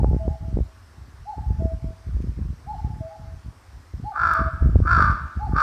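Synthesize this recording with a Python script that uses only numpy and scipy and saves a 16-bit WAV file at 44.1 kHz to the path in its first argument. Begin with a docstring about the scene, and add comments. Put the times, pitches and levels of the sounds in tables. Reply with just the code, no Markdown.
"""Park trees with houses around: a cuckoo repeats its two notes and a crow nearby caws three times.
The cuckoo is whistled tones with echoes off walls and trunks; the crow is a rattling pulse train and
breath noise through a throat. Gusts roll pressure eddies over the microphone port. Leaves and far traffic
are patchy coloured noise over a low hum, and a few small dry clicks fall close by."""
import sys
import numpy as np
from scipy import signal
from scipy.fft import rfft, irfft, next_fast_len
from scipy.io import wavfile
from scipy.ndimage import uniform_filter1d, map_coordinates

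SR = 44100
rng = np.random.default_rng(int(sys.argv[2]) if len(sys.argv) > 2 else 0)


def wav_out(sig):
    """Save sig, one row per channel (or a flat mono array), as 16-bit PCM at SR to the path in sys.argv[1]."""
    wavfile.write(sys.argv[1], SR, np.round(np.clip(np.atleast_2d(sig).T, -1, 1) * 32767).astype(np.int16))


N = 247842

TOP_HZ = 15800  # band limit of the microphone chain
LEAD = SR // 2  # samples of sound before time zero, whose echoes are still heard

# Wind: a buffet hits fast and drains slower, down to a lull
RISE_DB_PER_S, FALL_DB_PER_S, LULL_DB = 1202.5, 452, -60
SMALL_DB, SMALL_MS = -4.5, 1.06  # lesser eddies: typical size over the buffet level, usual half width

# Crow: a faint croak leads in, then the voice snaps open below its peak; effort gives out at the end
CROAK_S, CROAK_DB, SNAP_S, OPEN_DB = 0.045, -25, 0.018, -7.5
FADE_S, END_DB, SHUT_S = 0.11, -13, 0.02  # the beak closes within SHUT_S
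START_HZ, CLIMB_S, SAG_HZ_PER_S, LOW_HZ = 296, 0.03, 450, 298  # pitch climbs, holds, sags to a floor
SLOWS_HZ_PER_S = 26.9  # the rattle slows

# Cuckoo's second note
OO_HZ, OO_ATTACK_S, OO_LENGTH_S, OO_RELEASE_S = 652, 0.023, 0.14, 0.026
OO_WAVER_S, OO_WAVER_DB = 0.102, -6  # the level bends here on its way to the closing level
LINGER_DB, LINGER_S = -13, 0.015  # the note lingers off the near houses
ANSWER_S, ANSWER_LENGTH_S = 0.234, 0.13  # far wall: delay, length
CUCK_SCATTER_DB, OO_SCATTER_DB = -5, -16.5  # each note's share in the trees


def amp(db):
    """Amplitude factor of a level in dB."""
    return 10 ** (np.asarray(db) / 20)


def unit(x):
    """x scaled to an rms of one."""
    return x / np.sqrt(np.mean(x ** 2) + 1e-20)


def along(points, hz):
    """(f/Hz, value) points read off on a log frequency axis."""
    f, v = np.transpose(points)
    return np.interp(np.log(hz + 1), np.log(f + 1), v)


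def curves(rows):
    """Sample times over the rows' span and one value per sample for each column."""
    s, *cols = np.transpose(rows)
    t = np.arange(s[0], s[-1], 1 / SR)
    return [t] + [np.interp(t, s, c) for c in cols]


def wobble(rate, size):
    """A smooth random curve, rate knots a second."""
    knots = rng.standard_normal(int(size * rate / SR) + 4)
    return map_coordinates(knots, [np.arange(size) * rate / SR])


def filtered(x, response):
    """x times a response of frequency."""
    m = next_fast_len(len(x) + SR // 2)
    return irfft(rfft(x, m) * response(np.fft.rfftfreq(m, 1 / SR)), m)[:len(x)]


def add(track, s, sound):
    """Mix a sound into a track that starts LEAD samples early."""
    part = track[LEAD + round(s * SR):][:len(sound)]
    part += sound[:len(part)]


def trees(x, onset):
    """Scattering off trunks and houses: builds up over onset seconds, each frequency dies at its own speed."""
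    # Decay of the scattered sound: f/Hz, t60/s
    decay = [(300, 2.5), (900, 0.94), (1500, 0.89), (3000, 1.8), (6000, 0.26), (12000, 0.32)]
    hz, t, z = signal.stft(rng.standard_normal(2 * SR), SR, nperseg=256)
    shape = amp(-60 * t / along(decay, hz)[:, None]) * (1 - np.exp(-t / onset))
    shape = shape / np.linalg.norm(shape, axis=1)[:, None]
    tail = signal.istft(z * shape, SR, nperseg=256)[1]
    return signal.fftconvolve(x, tail / np.linalg.norm(tail))[:len(x)]


def air():
    """Leaves and far traffic: coloured noise in faint patches, over a wavering low hum."""
    # Spectrum of the hiss before its overall level is set: f/Hz, level/dB per Hz
    colour = [(20, -36.5), (50, 0), (100, 1), (140, -47), (230, -15.5), (500, -23), (1100, -19),
              (1700, -22.5), (2500, -30), (3500, -33), (5500, -30), (6800, -37.5), (8500, -36),
              (11000, -44), (14300, -44), (14450, -100)]
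    z = signal.stft(rng.standard_normal(N + 512), nperseg=512)[2]
    field = rng.standard_normal(z.shape)
    field = uniform_filter1d(uniform_filter1d(field, 6, 0), 12, 1)  # smooth in frequency, then time
    patchy = signal.istft(z * amp(1.4 * unit(field)), nperseg=512)[1][:N]
    hiss = amp(-50.0) * unit(filtered(patchy, lambda f: amp(along(colour, f))))
    hum_hz = 97 + 3.8 * wobble(3.09, N)
    hum_level = amp(-61 + 2.7 * wobble(4, N))
    return hiss + hum_level * np.sin(2 * np.pi * np.cumsum(hum_hz) / SR)


def port(f):
    """Microphone port: steep cuts of the deep bass and a roll-off of the treble."""
    x = f / 50
    bass_cut = (x * x / (x * x - 1 - 1j * 0.91 * x)) ** 2
    return bass_cut * f ** 6 / (f ** 6 + 42.0 ** 6) / (1 + (f / 800) ** 4)


def eddies(s, size, width_ms):
    """Pressure bumps passing the port; the narrower, the higher they reach."""
    k = np.arange(-900, 900)
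    half_width = SR * np.abs(width_ms)[:, None] / 1000  # samples
    bumps = size[:, None] / (1 + (k / half_width) ** 2)
    at = np.round(s * SR).astype(int)[:, None] + k + 900
    return np.bincount(at.ravel(), bumps.ravel(), N + 2000)[900:N + 900]


def buffets(t):
    """Wind strength at times t: each gust rises and drains exponentially around its full length."""
    # Gusts at the microphone: t/s, length/s, level/dB
    gusts = [(0, 0.13, -17.5), (0.19, 0.13, -25.5), (0.411, 0.086, -31.5), (0.548, 0.064, -16.5),
             (0.973, 0.17, -41.5), (1.2, 0.043, -46.5), (1.373, 0.037, -29.5), (1.471, 0.07, -23),
             (1.593, 0.058, -20.5), (1.719, 0.046, -29), (1.83, 0.066, -27), (2.067, 0.084, -27),
             (2.162, 0.14, -24), (2.374, .16, -26.5), (2.651, 0.28, -38), (2.846, 0.21, -34),
             (3.196, 0.17, -37), (3.458, 0.031, -32), (3.731, 0.048, -44.5), (3.939, 0.11, -31.5),
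             (4.2, 0.14, -33), (4.402, 0.071, -19.5), (4.53, 0.031, -30), (4.622, 0.089, -16),
             (4.745, 0.11, -16.5), (4.897, 0.25, -22), (5.209, .05, -32), (5.367, 0.016, -35),
             (5.423, 0.083, -30), (5.496, 0.085, -25.5)]
    strength = amp(LULL_DB)
    for s, length, db in gusts:
        rise = RISE_DB_PER_S * np.clip(s - t, 0, None)
        fall = FALL_DB_PER_S * np.clip(t - s - length, 0, None)
        strength = strength + amp(db - rise - fall)
    return strength


def wind():
    """A dense stream of broad eddies swells with each buffet; narrow ones stand out as thumps."""
    # Strong single eddies, ahead of the port: t/s, peak level/dB, half width/ms
    thumps = [(0.033, -9.5, 0.26), (0.045, -0.5, 0.14), (0.113, -12.5, 0.64), (0.132, -11.5, 0.32),
              (0.146, -9.5, 0.58), (0.165, -9.5, 0.82), (0.28, -7.5, 0.36), (0.529, -16.5, 1.2),
              (0.572, -8, 0.5), (0.589, -10.5, 0.47), (0.605, -16.5, 0.52), (0.623, -25, 3.2),
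              (1.382, -22.5, 0.64), (1.506, -13.5, 1.24), (1.623, -13.5, 0.66), (1.656, -11, 0.76),
              (1.844, -14, 1.34), (2.07, -19, 1.8), (2.204, -16.5, 0.95), (2.243, -17, 1.27),
              (2.305, -22, 2), (2.39, -17, 0.97), (2.504, -14.5, 2), (2.847, -13, 1.8),
              (3.009, -15.5, 1.66), (3.941, -17, 2.1), (3.999, -18, 1.47), (4.394, -15, 0.84),
              (4.416, -8, 1.18), (4.626, -4.5, 1.1), (4.659, -14, 0.92), (4.758, -4.5, 0.43),
              (4.803, -8, 0.62), (4.857, -10, 1.28), (4.978, -11.5, 0.86), (4.997, -8, 0.13),
              (5.021, -9.5, 0.94), (5.373, -16, 1.63), (5.535, -6, 1.17), (5.563, -16.5, 0.7)]
    t = np.arange(N) / SR
    gust = buffets(t)

    draw = rng.standard_normal((1100, 2))
    s = (np.arange(len(draw)) + rng.random(len(draw))) * (N - 1) / SR / len(draw)
    stream = filtered(eddies(s, draw[:, 0], 2.84 * np.exp(0.34 * draw[:, 1])), port)
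    # within a gust the flow keeps rocking the membrane about equally hard
    power = np.abs(uniform_filter1d(stream ** 2, size=1500) + 1e-9)
    stream = unit(stream / power ** 0.15)
    stream *= gust * amp(2.1 * wobble(14, N))

    s, db, width = np.transpose(thumps)
    strong = eddies(s, amp(db) * rng.choice([-1, 1], len(s)), width)
    s, draw = rng.random(450) * t[-1], rng.standard_normal((450, 2))
    size = amp(SMALL_DB) * np.interp(s, t, gust) * draw[:, 0]
    small = eddies(s, size, SMALL_MS * np.exp(0.3 * draw[:, 1]))
    return stream + filtered(strong + small, port)


def ticks():
    """Small dry clicks close by: an impulse, then a short burst of fading noise."""
    # Clicks, level ahead of their filter: t/s, level/dB, treble roll-off f/Hz, t60/s
    clicks = [(2.215, -41, 3500, .008), (2.222, -45, 4000, .03), (4.337, -20, 7500, .0004),
              (4.8015, -45, 5000, .005)]
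    out, t = np.zeros(N + LEAD), np.arange(900) / SR
    for s, db, hz, t60 in clicks:
        snap = (t == 0) * 3
        rustle = 1.4 * (t > 0.0003) * rng.standard_normal(len(t))
        click = (snap + rustle) * amp(-60 * t / t60)
        add(out, s, amp(db) * filtered(click, lambda f: f / (f - 1500j) / (1 + (f / hz) ** 2)))
    return out[LEAD:]


def caw(s, length, peak_db, swell, top_hz, held, rattle_hz):
    """Effort, pitch and rattle rate of one caw: it snaps open, swells, sags and gives out."""
    end = s + length
    t, db = curves([(s - CROAK_S, peak_db + CROAK_DB - 5), (s - SNAP_S, peak_db + CROAK_DB),
                    (s, peak_db + OPEN_DB), (s + swell, peak_db), (end - FADE_S, peak_db),
                    (end - 0.22 * FADE_S, peak_db + 0.5 * END_DB), (end, peak_db + END_DB),
                    (end + SHUT_S, peak_db + 3 * END_DB)])
    climb = np.sin(np.pi / 2 * np.clip((t - s) / CLIMB_S, 0, 1))
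    sag = np.clip(SAG_HZ_PER_S * (t - s - held), 0, top_hz - LOW_HZ)
    hz = START_HZ + (top_hz - START_HZ) * climb - sag
    return t, db, hz, rattle_hz - SLOWS_HZ_PER_S * (t - s)


def voice_pulses(turn):
    """Soft pulses of 23 partials whose spread phases blunt them; strong and weak ones alternate."""
    order = np.arange(1, 24)[:, None]
    partials = np.cos(order * turn + 0.902 * order ** 2) / (1 + (order / 8) ** 4)
    partials = partials * amp(6.5 * (order == 4))  # the beak follows the fourth partial
    return unit(partials.sum(axis=0)) * (1 + 0.38 * np.cos(turn / 2 + 0.8))


def crow():
    """A harsh pulse train whose pitch and strength are shaken about fifty times a second, through the throat."""
    # Caws: t/s, length/s, peak effort level/dB, swell/s, top pitch f/Hz, pitch held/s,
    # rattle f/Hz, a rattle peak t/s
    caws = [(4.161, 0.27, -19, .08, 336, .13, 54.47, 4.294),
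            (4.866, 0.27, -17.5, .04, 343.2, .06, 55.9, 4.969),
            (5.564, 0.39, -13.5, 0.061, 304.4, .1, 52.9, 5.585)]
    # Throat resonances: f/Hz, level/dB
    resonances = [(150, -61.5), (330, -28), (680, -22), (850, -17.5), (1000, -13), (1100, -2), (1280, -3),
                  (1500, -1), (1700, -6), (1900, -26.5), (2300, -24), (3000, -55), (3550, -47.5),
                  (3900, -54.5), (4600, -44), (5100, -54), (5600, -49.5), (6200, -66), (7500, -63),
                  (10000, -71), (14000, -92)]
    throat = lambda f: amp(along(resonances, f))
    source = np.zeros(N + LEAD)
    for *shape, peak in caws:
        t, db, hz, rattle_hz = caw(*shape)
        size = len(t)
        beat = np.cumsum(rattle_hz) / SR
        beat = 2 * np.pi * (beat - np.interp(peak, t, beat)) + 0.18 * wobble(33.2, size)
        shaken_hz = hz * (1 + 0.042 * np.cos(beat - 0.6) + 0.01273 * wobble(149.7, size))
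        turn = 2 * np.pi * np.cumsum(shaken_hz) / SR
        pulses = voice_pulses(turn)
        breath = rng.standard_normal(size) * np.exp(0.55 * np.cos(turn))  # air escapes once a cycle

        swell = np.exp(0.5 * np.cos(beat)) * amp(1.4 * wobble(118, size))
        voice = unit(filtered(swell * (pulses + 0.22 * breath), throat))
        # hoarse below the main band
        voice += 1.4 * filtered(swell * breath, lambda f: throat(f) / (1 + (f / 900) ** 8))

        # the rasp above the voice comes in puffs, one per rattle
        puffs = np.exp(0.6 * np.cos(beat)) * amp(1.5 * wobble(40, size)) * breath
        rasp = unit(filtered(puffs, lambda f: throat(f) / (1 + (2800 / (f + 1)) ** 12)))
        # each rattle snaps in the treble
        snap = np.exp(30 * (np.cos(beat) - 1)) * amp(6 * wobble(50, size)) * rng.standard_normal(size)
        crackle = filtered(snap, lambda f: (f / 7000) ** 2 / (1 + (f / 7000) ** 7))
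        treble = amp(-30.5) * rasp + amp(-32) * crackle
        treble *= amp(0.6 * (db + 21))  # grows faster than the voice with effort
        add(source, t[0], amp(db) * (voice + treble))
    wall = amp(-9.5) * np.pad(source, (round(0.09 * SR), 0))[:len(source)]
    return (source + wall + amp(-8.5) * trees(source, onset=0.015))[LEAD:]


def whistle(t, hz, db, fifth=0):
    """A tone at rms level db with a faint share of its fifth partial, fading at both ends."""
    fade = np.clip(np.minimum(t - t[0], t[-1] - t) / 0.011, 0, 1)
    turn = 2 * np.pi * np.cumsum(hz) / SR
    return np.sqrt(2) * fade * amp(db) * (np.sin(turn) + fifth * np.sin(5 * turn))


def first_notes():
    """The high note: a whistle whose pitch arches up and back."""
    # One note: t/s, pitch f/Hz, level/dB relative to the note's own
    arch = [(0, 660, -32), (.013, 715, -17), (.024, 815, -11), (.034, 838, -4), (.052, 850, 0),
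            (.072, 885, -6), (.086, 830, -1), (.097, 720, -9), (.11, 665, -24)]
    # Notes, two of them faint and a little flat: t/s, level/dB, pitch factor
    calls = [(-.14, -28.5, 1), (.262, -43, .97), (1.247, -30, 1), (2.656, -29.5, 1), (3.075, -43, .97),
             (4.03, -29, 1), (5.382, -28.5, 1)]
    high = np.zeros(N + LEAD)
    t, hz, shape_db = curves(arch)
    for s, db, factor in calls:
        add(high, s, whistle(t, factor * hz, db + shape_db, fifth=0.011))
    return high


def second_notes():
    """The low note: a steadier whistle that lingers and is answered by a far wall."""
    # Notes: t/s, level/dB, closing level/dB, far wall's answer level/dB
    calls = [(.185, -35, -47, -51.5), (1.585, -34.5, -32.5, -48), (2.995, -37, -44.5, -55.5),
             (4.347, -35, -30, -45.5)]
    low = np.zeros(N + LEAD)
    end, back = OO_LENGTH_S + OO_RELEASE_S, ANSWER_S + OO_ATTACK_S
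    answer_end = ANSWER_S + ANSWER_LENGTH_S
    for s, db, closing_db, answer_db in calls:
        t, level_db = curves([
            (0, db - 24), (OO_ATTACK_S, db),
            (OO_WAVER_S - OO_ATTACK_S, db), (OO_WAVER_S, db + OO_WAVER_DB),
            (OO_WAVER_S + OO_RELEASE_S, closing_db), (OO_LENGTH_S, closing_db),
            (end, db + LINGER_DB), (end + LINGER_S, db + LINGER_DB),
            (ANSWER_S, answer_db - 23), (back, answer_db),
            (answer_end - OO_RELEASE_S, answer_db), (answer_end, answer_db - 12)])
        hz = OO_HZ + 2.5 * wobble(25, len(t))
        add(low, s, whistle(t, hz, level_db + 1.5 * wobble(30, len(t))))
    return low


def cuckoo():
    """Two whistled notes in the echoes of walls and trunks; the high note scatters more."""
    # Echoes of the first note: delay t/s, level/dB
    walls = [(.048, -16), (.185, -18.5)]
    high, low = first_notes(), second_notes()
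    echoes = sum(amp(db) * np.pad(high, (round(lag * SR), 0))[:len(high)] for lag, db in walls)
    scattered = trees(amp(CUCK_SCATTER_DB) * high + amp(OO_SCATTER_DB) * low, onset=0.0064)
    return (high + low + echoes + scattered)[LEAD:]


def scene():
    """All sources as they reach the one microphone."""
    return (air() + wind() + ticks() + crow() + cuckoo())[None]


def record(dry):
    """The microphone chain keeps nothing above its band limit."""
    return filtered(dry[0], lambda hz: hz < TOP_HZ)[None]


dry = scene()
out = record(dry)
wav_out(out)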